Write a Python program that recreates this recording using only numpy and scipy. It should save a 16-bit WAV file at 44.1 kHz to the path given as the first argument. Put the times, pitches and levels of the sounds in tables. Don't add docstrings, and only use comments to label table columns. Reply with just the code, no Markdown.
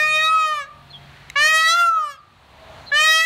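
import sys
import numpy as np
from scipy import signal
from scipy.fft import rfft, irfft
from scipy.io import wavfile
from scipy.ndimage import uniform_filter1d

SR = 44100
rng = np.random.default_rng(int(sys.argv[2]) if len(sys.argv) > 2 else 0)


def transcribe(u):
    v = np.clip(np.atleast_2d(u).T, -1, 1)
    q = np.round(v * 32767).astype(np.int16)
    wavfile.write(sys.argv[1], SR, q)


def invert_db(level):
    return 10 ** (np.asarray(level, dtype=float) / 20)


N = 143325


def band_pass(x, hz, width):
    return signal.lfilter(*signal.iirpeak(hz, hz / width, SR), x)


def set_level(x, db):
    return x * invert_db(db) / np.sqrt(np.mean(x ** 2))


def walk(rate):
    hold = int(SR / rate)
    steps = np.repeat(rng.standard_normal(N // hold + 1), hold)
    return 1.68 * uniform_filter1d(uniform_filter1d(steps, hold), hold)[:N]


def colour(table, hz):
    table_hz, table_db = np.array(table).T
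    return np.interp(np.log(hz), np.log(table_hz), table_db)


def bump(t, at, length):
    return np.exp(-(2 * (t - at) / length) ** 2)


def air():
    # (f/Hz, level/dB per Hz)
    air_colour = [(30, -12.5), (62, -2), (110, -7.5), (450, -19.5), (750, -14.5), (4300, -21.5),
                  (4900, -32), (15500, -45.5)]
    hz = np.maximum(np.fft.rfftfreq(N, 1 / SR), 1)
    noise = rfft(rng.standard_normal(N)) * invert_db(colour(air_colour, hz))
    hiss = 0
    for centre in 22 * 2 ** np.arange(0, 10, 0.5):
        band = irfft(noise * np.maximum(1 - 2 * np.abs(np.log2(hz / centre)), 0), N)
        hiss = hiss + band * invert_db(0.4 * walk(6.74))
    return set_level(hiss, -45)


def motor(t):
    # (multiple of rotation, level/dB, heard until t/s)
    orders = [(3, -48, 1.7), (3.02, -56, 4), (4, -62, 1.3), (5, -62, 1.3), (12.6, -62, 1.25),
              (15, -53, 1.12), (20, -57, 1.1), (25, -58, 1.0)]
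    rotation_hz, whine_from_s = 46.6, 0.62
    phase = 2 * np.pi * np.cumsum(rotation_hz * (1 + 0.001 * walk(5))) / SR
    whine_rise = np.clip((t - whine_from_s) / 0.12, 0, 1)
    drone = 0
    for order, db, end in orders:
        tone = invert_db(db + 1 + 1.8 * walk(11)) * np.sin(order * phase)
        if order > 10:
            tone = tone * whine_rise
        drone = drone + tone / (1 + np.exp(np.clip((t - end) / 0.04, -50, 50)))
    return drone


def traffic(t):
    # (t/s, length/s, f/Hz, width/Hz, level/dB)
    passes = [
        (2.67, 0.23, 640, 22, -47),
        (3.2, 0.33, 770, 53, -47),
        (2.84, 0.96, 800, 520, -46),
        (1.2, 0.4, 1850, 1100, -48.5),
        (2.8, .2, 59, 28, -56),
        (2.87, 0.47, 6270, 900, -66),
    ]
    out = 0
    for at, length, hz, width, db in passes:
        noise = band_pass(rng.standard_normal(N), hz, width)
        noise = band_pass(noise, hz, 2 * width)
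        out = out + set_level(noise, db) * bump(t, at, length)
    return out


def background(t):
    return air() + motor(t) + traffic(t)


def gain_control(t):
    # (t/s, level/dB)
    gain_curve = [
        (0.0, -57.5),
        (0.42, -59.5),
        (0.61, -58),
        (1.04, -52.5),
        (1.41, -53),
        (1.87, -62.5),
        (2.23, -61.5),
        (2.79, -49.5),
        (3.16, -59),
        (3.25, -72),
    ]
    quiet_db = -50.5
    return invert_db(np.interp(t, *np.array(gain_curve).T) - quiet_db)


def yard(x):
    t60_s, damp_hz, build_s, tail_db = 0.62, 1600, 0.05, -17
    lag = np.arange(SR // 2) / SR
    tail = rng.standard_normal(len(lag)) * invert_db(-60 * lag / t60_s) * np.minimum(lag / build_s, 1)
    tail = signal.lfilter(*signal.butter(2, damp_hz, fs=SR), tail)
    return signal.fftconvolve(x, invert_db(tail_db) * tail / np.sqrt(np.sum(tail ** 2)))[:N]


def twig_tick(t):
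    # (f/Hz, level/dB, t60/s)
    modes = [(2100, 8, 0.0092), (3900, 1, 0.019), (6260, -8, .009), (700, -11, 0.02), (11560, -16, 0.0019)]
    snap_s, peak_db = 1.3005, -19.5
    since = t - snap_s
    crackle = rng.standard_normal(N) * (since > 0) * np.exp(-np.abs(since) / 0.00084)
    ring = 0
    for hz, db, t60 in modes:
        width = 2.2 / t60
        ring = ring + invert_db(db) * band_pass(crackle, hz, width) / np.sqrt(width)
    return invert_db(peak_db) * ring / np.max(np.abs(ring))


def sparrows(t):
    # (t/s, length/s, start f/Hz, end f/Hz, level/dB)
    chirps = [
        (0.898, 0.031, 4250, 4070, -40),
        (0.925, 0.051, 3490, 3170, -34.5),
        (0.964, 0.026, 3400, 3140, -44),
        (2.142, 0.097, 5630, 3700, -62),
        (2.859, 0.054, 4190, 4020, -35.5),
        (2.865, 0.032, 4650, 4180, -44),
        (2.89, .02, 3800, 3360, -49),
    ]
    trill_hz, trill_depth = 183, 0.36
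    trill = 1 + trill_depth * np.sin(2 * np.pi * trill_hz * t)
    out = 0
    for at, length, start_hz, end_hz, db in chirps:
        along = np.clip((t - at) / length, 0, 1)
        hz = (start_hz + (end_hz - start_hz) * along) * (1 + 0.008 * walk(250))
        whistle = np.sin(2 * np.pi * np.cumsum(hz) / SR)
        out = out + invert_db(db) * np.sin(np.pi * along) * trill * whistle
    return out + invert_db(1.5) * yard(out)


def wail(t, rows, opened, onset, scatter):
    # (f/Hz, level/dB)
    closed = [(660, -13.5), (1330, 11.5), (2000, -55), (2700, -34), (3400, -52.5), (4100, -55), (7000, -44),
              (15500, -65.5)]
    beak_db, beak_width, throat_db, throat_width = 9.5, 0.19, 6, 0.038
    bloom_db, bloom_s = 4, 0.022
    flutter_db, flutter_hz = 2.5, 28
    crack_order, breath_db, attack_s = 11, -52, 0.0059
    rows = np.array(rows, float)
    on = (t >= rows[0, 0]) & (t <= rows[-1, 0])
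    since = t[on] - onset
    tracks = [np.interp(t[on], rows[:, 0], rows[:, c]) for c in range(1, 6)]
    hz, db, beak, throat, share = (uniform_filter1d(v, size=900, mode="nearest") for v in tracks)
    hz, beak, throat = (uniform_filter1d(v, size=1600, mode="nearest") for v in (hz, beak, throat))
    share = np.clip(share, 0, 1.2)
    k = np.arange(1, 29)[:, None]
    phase = 2 * np.pi * np.cumsum(hz) / SR

    tops = share * colour(opened, k * hz) + (1 - share) * colour(closed, k * hz)
    tops = tops + beak_db * np.exp(-(np.log(k * hz / beak) / beak_width) ** 2)
    tops = tops + throat_db * np.exp(-(np.log(k * hz / throat) / throat_width) ** 2)
    tops = tops - bloom_db * np.maximum(k - 4, 0) * np.exp(-np.maximum(since, 0) / bloom_s)
    flutter = flutter_db * np.array([walk(flutter_hz)[on] for _ in k]) * (k / 3) ** 0.25
    gains = invert_db(tops + flutter) * (k * hz < 16500)

    smear = k * np.minimum(k / crack_order, 1) ** 2 * scatter[on]
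    harmonics = gains * np.sin(k * phase + 0.2275 * np.minimum(k, 12) ** 2 + smear)
    voice = np.sum(harmonics, axis=0) / np.sqrt(np.sum(gains ** 2, axis=0) / 2)
    hiss = band_pass(rng.standard_normal(len(hz)), 6000.0, 6000.0)
    breath = invert_db(breath_db) * share * (1 + np.sin(phase)) * hiss
    out = np.zeros(N)
    out[on] = (voice + breath) * invert_db(db) * np.clip(since / attack_s, 0, 1) ** 2
    return out


def peacocks(t, gain):
    # (t/s, pitch f/Hz, level/dB, beak f/Hz, throat f/Hz, beak open 0-1)
    roof_wail = [
        (0.0, 610.5, -16.5, 2030, 3600, 0.83),
        (0.04, 616.1, -17.5, 2460, 3540, 0.75),
        (0.172, 620, -15.5, 2430, 3680, 0.79),
        (0.264, 635, -18.5, 1350, 3830, 0.73),
        (0.356, 641.3, -16.5, 1340, 3540, 0.76),
        (0.518, 613.2, -23, 1340, 3040, 0.75),
        (0.584, 586.2, -24, 1560, 3430, 0.65),
        (0.642, 542, -37, 1340, 3830, 0.69),
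        (0.68, 574, -59, 1340, 3330, 0.95),
    ]
    near_wail = [
        (1.354, 553.4, -17.5, 2040, 2930, 0.86),
        (1.42, 600.8, -14, 1900, 3030, 0.87),
        (1.473, 626, -14.5, 1970, 3680, 0.88),
        (1.68, 649.5, -14.5, 1790, 3900, 1),
        (1.765, 693.3, -17, 1270, 4150, 0.81),
        (1.838, 689.7, -14.5, 1346, 2580, 0.68),
        (1.959, 648.8, -19.5, 1308, 3140, 0.54),
        (2.067, 590.4, -25.5, 1285, 3000, 0.59),
        (2.165, 533, -51, 1200, 3280, 0.93),
    ]
    last_wail = [
        (2.914, 556, -20, 1700, 3070, 0.88),
        (2.951, 589, -15.5, 1890, 2950, 0.88),
        (2.984, 608, -14.5, 1320, 3040, 0.87),
        (3.015, 617.5, -15, 2470, 3300, 0.88),
        (3.064, 631.5, -13, 1810, 3840, 0.87),
        (3.17, 641.2, -13.5, 1880, 3640, 0.96),
        (3.25, 654.7, -17.5, 2010, 3900, 0.97),
    ]
    # (f/Hz, level/dB)
    roof_open = [(620, -18), (1240, -12.5), (1860, -1.5), (2480, 2.5), (3100, -13.5), (3750, -4),
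                 (5000, -18), (15500, -46)]
    near_open = [(630, -13.5), (1270, -4.5), (1900, -1), (2550, -1.5), (3200, -5), (3850, -9),
                 (6400, -15.5), (15500, -36.5)]
    onsets = [
        -.3,
        1.354,
        2.914,
    ]
    # (t/s, length/s, phase scatter/rad)
    cracks = [
        (0.054, 0.27, 0.032),
        (0.217, 0.037, .025),
        (0.506, .05, 0.041),
        (1.421, 0.017, .09),
        (1.457, .03, 0.045),
        (1.74, 0.024, .045),
        (3.01, 0.053, 0.052),
    ]
    # (delay/ms, level/dB)
    echoes = [(2.3, -16), (7.1, -18.5), (16.3, -18.5), (31, -17)]
    jitter = 0.002
    scatter = walk(900) * (jitter + sum(depth * bump(t, at, length) for at, length, depth in cracks))
    calls = zip((roof_wail, near_wail, last_wail), (roof_open, near_open, near_open), onsets)
    voices = sum(wail(t, rows, opened, onset, scatter) for rows, opened, onset in calls)
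    near = voices
    for delay_ms, db in echoes:
        near = near + invert_db(db) * np.interp(t - delay_ms / 1000, t, voices, left=0)
    return near * invert_db(0.91) + gain * yard(voices)


def scene():
    t = np.arange(N) / SR
    gain = gain_control(t)
    return (gain * background(t) + twig_tick(t) + sparrows(t) + peacocks(t, gain))[None]


def top_cut(x):
    return signal.sosfilt(signal.butter(12, 16430, fs=SR, output="sos"), x)


def record(dry):
    x = np.tanh(1.517 * dry) / 1.53
    x = signal.sosfilt(signal.butter(2, 45, "high", fs=SR, output="sos"), x)
    x = signal.sosfilt(signal.ellip(10, 0.2, 40, 15750, fs=SR, output="sos"), x)
    return top_cut(x)


dry = scene()
out = record(dry)
transcribe(out)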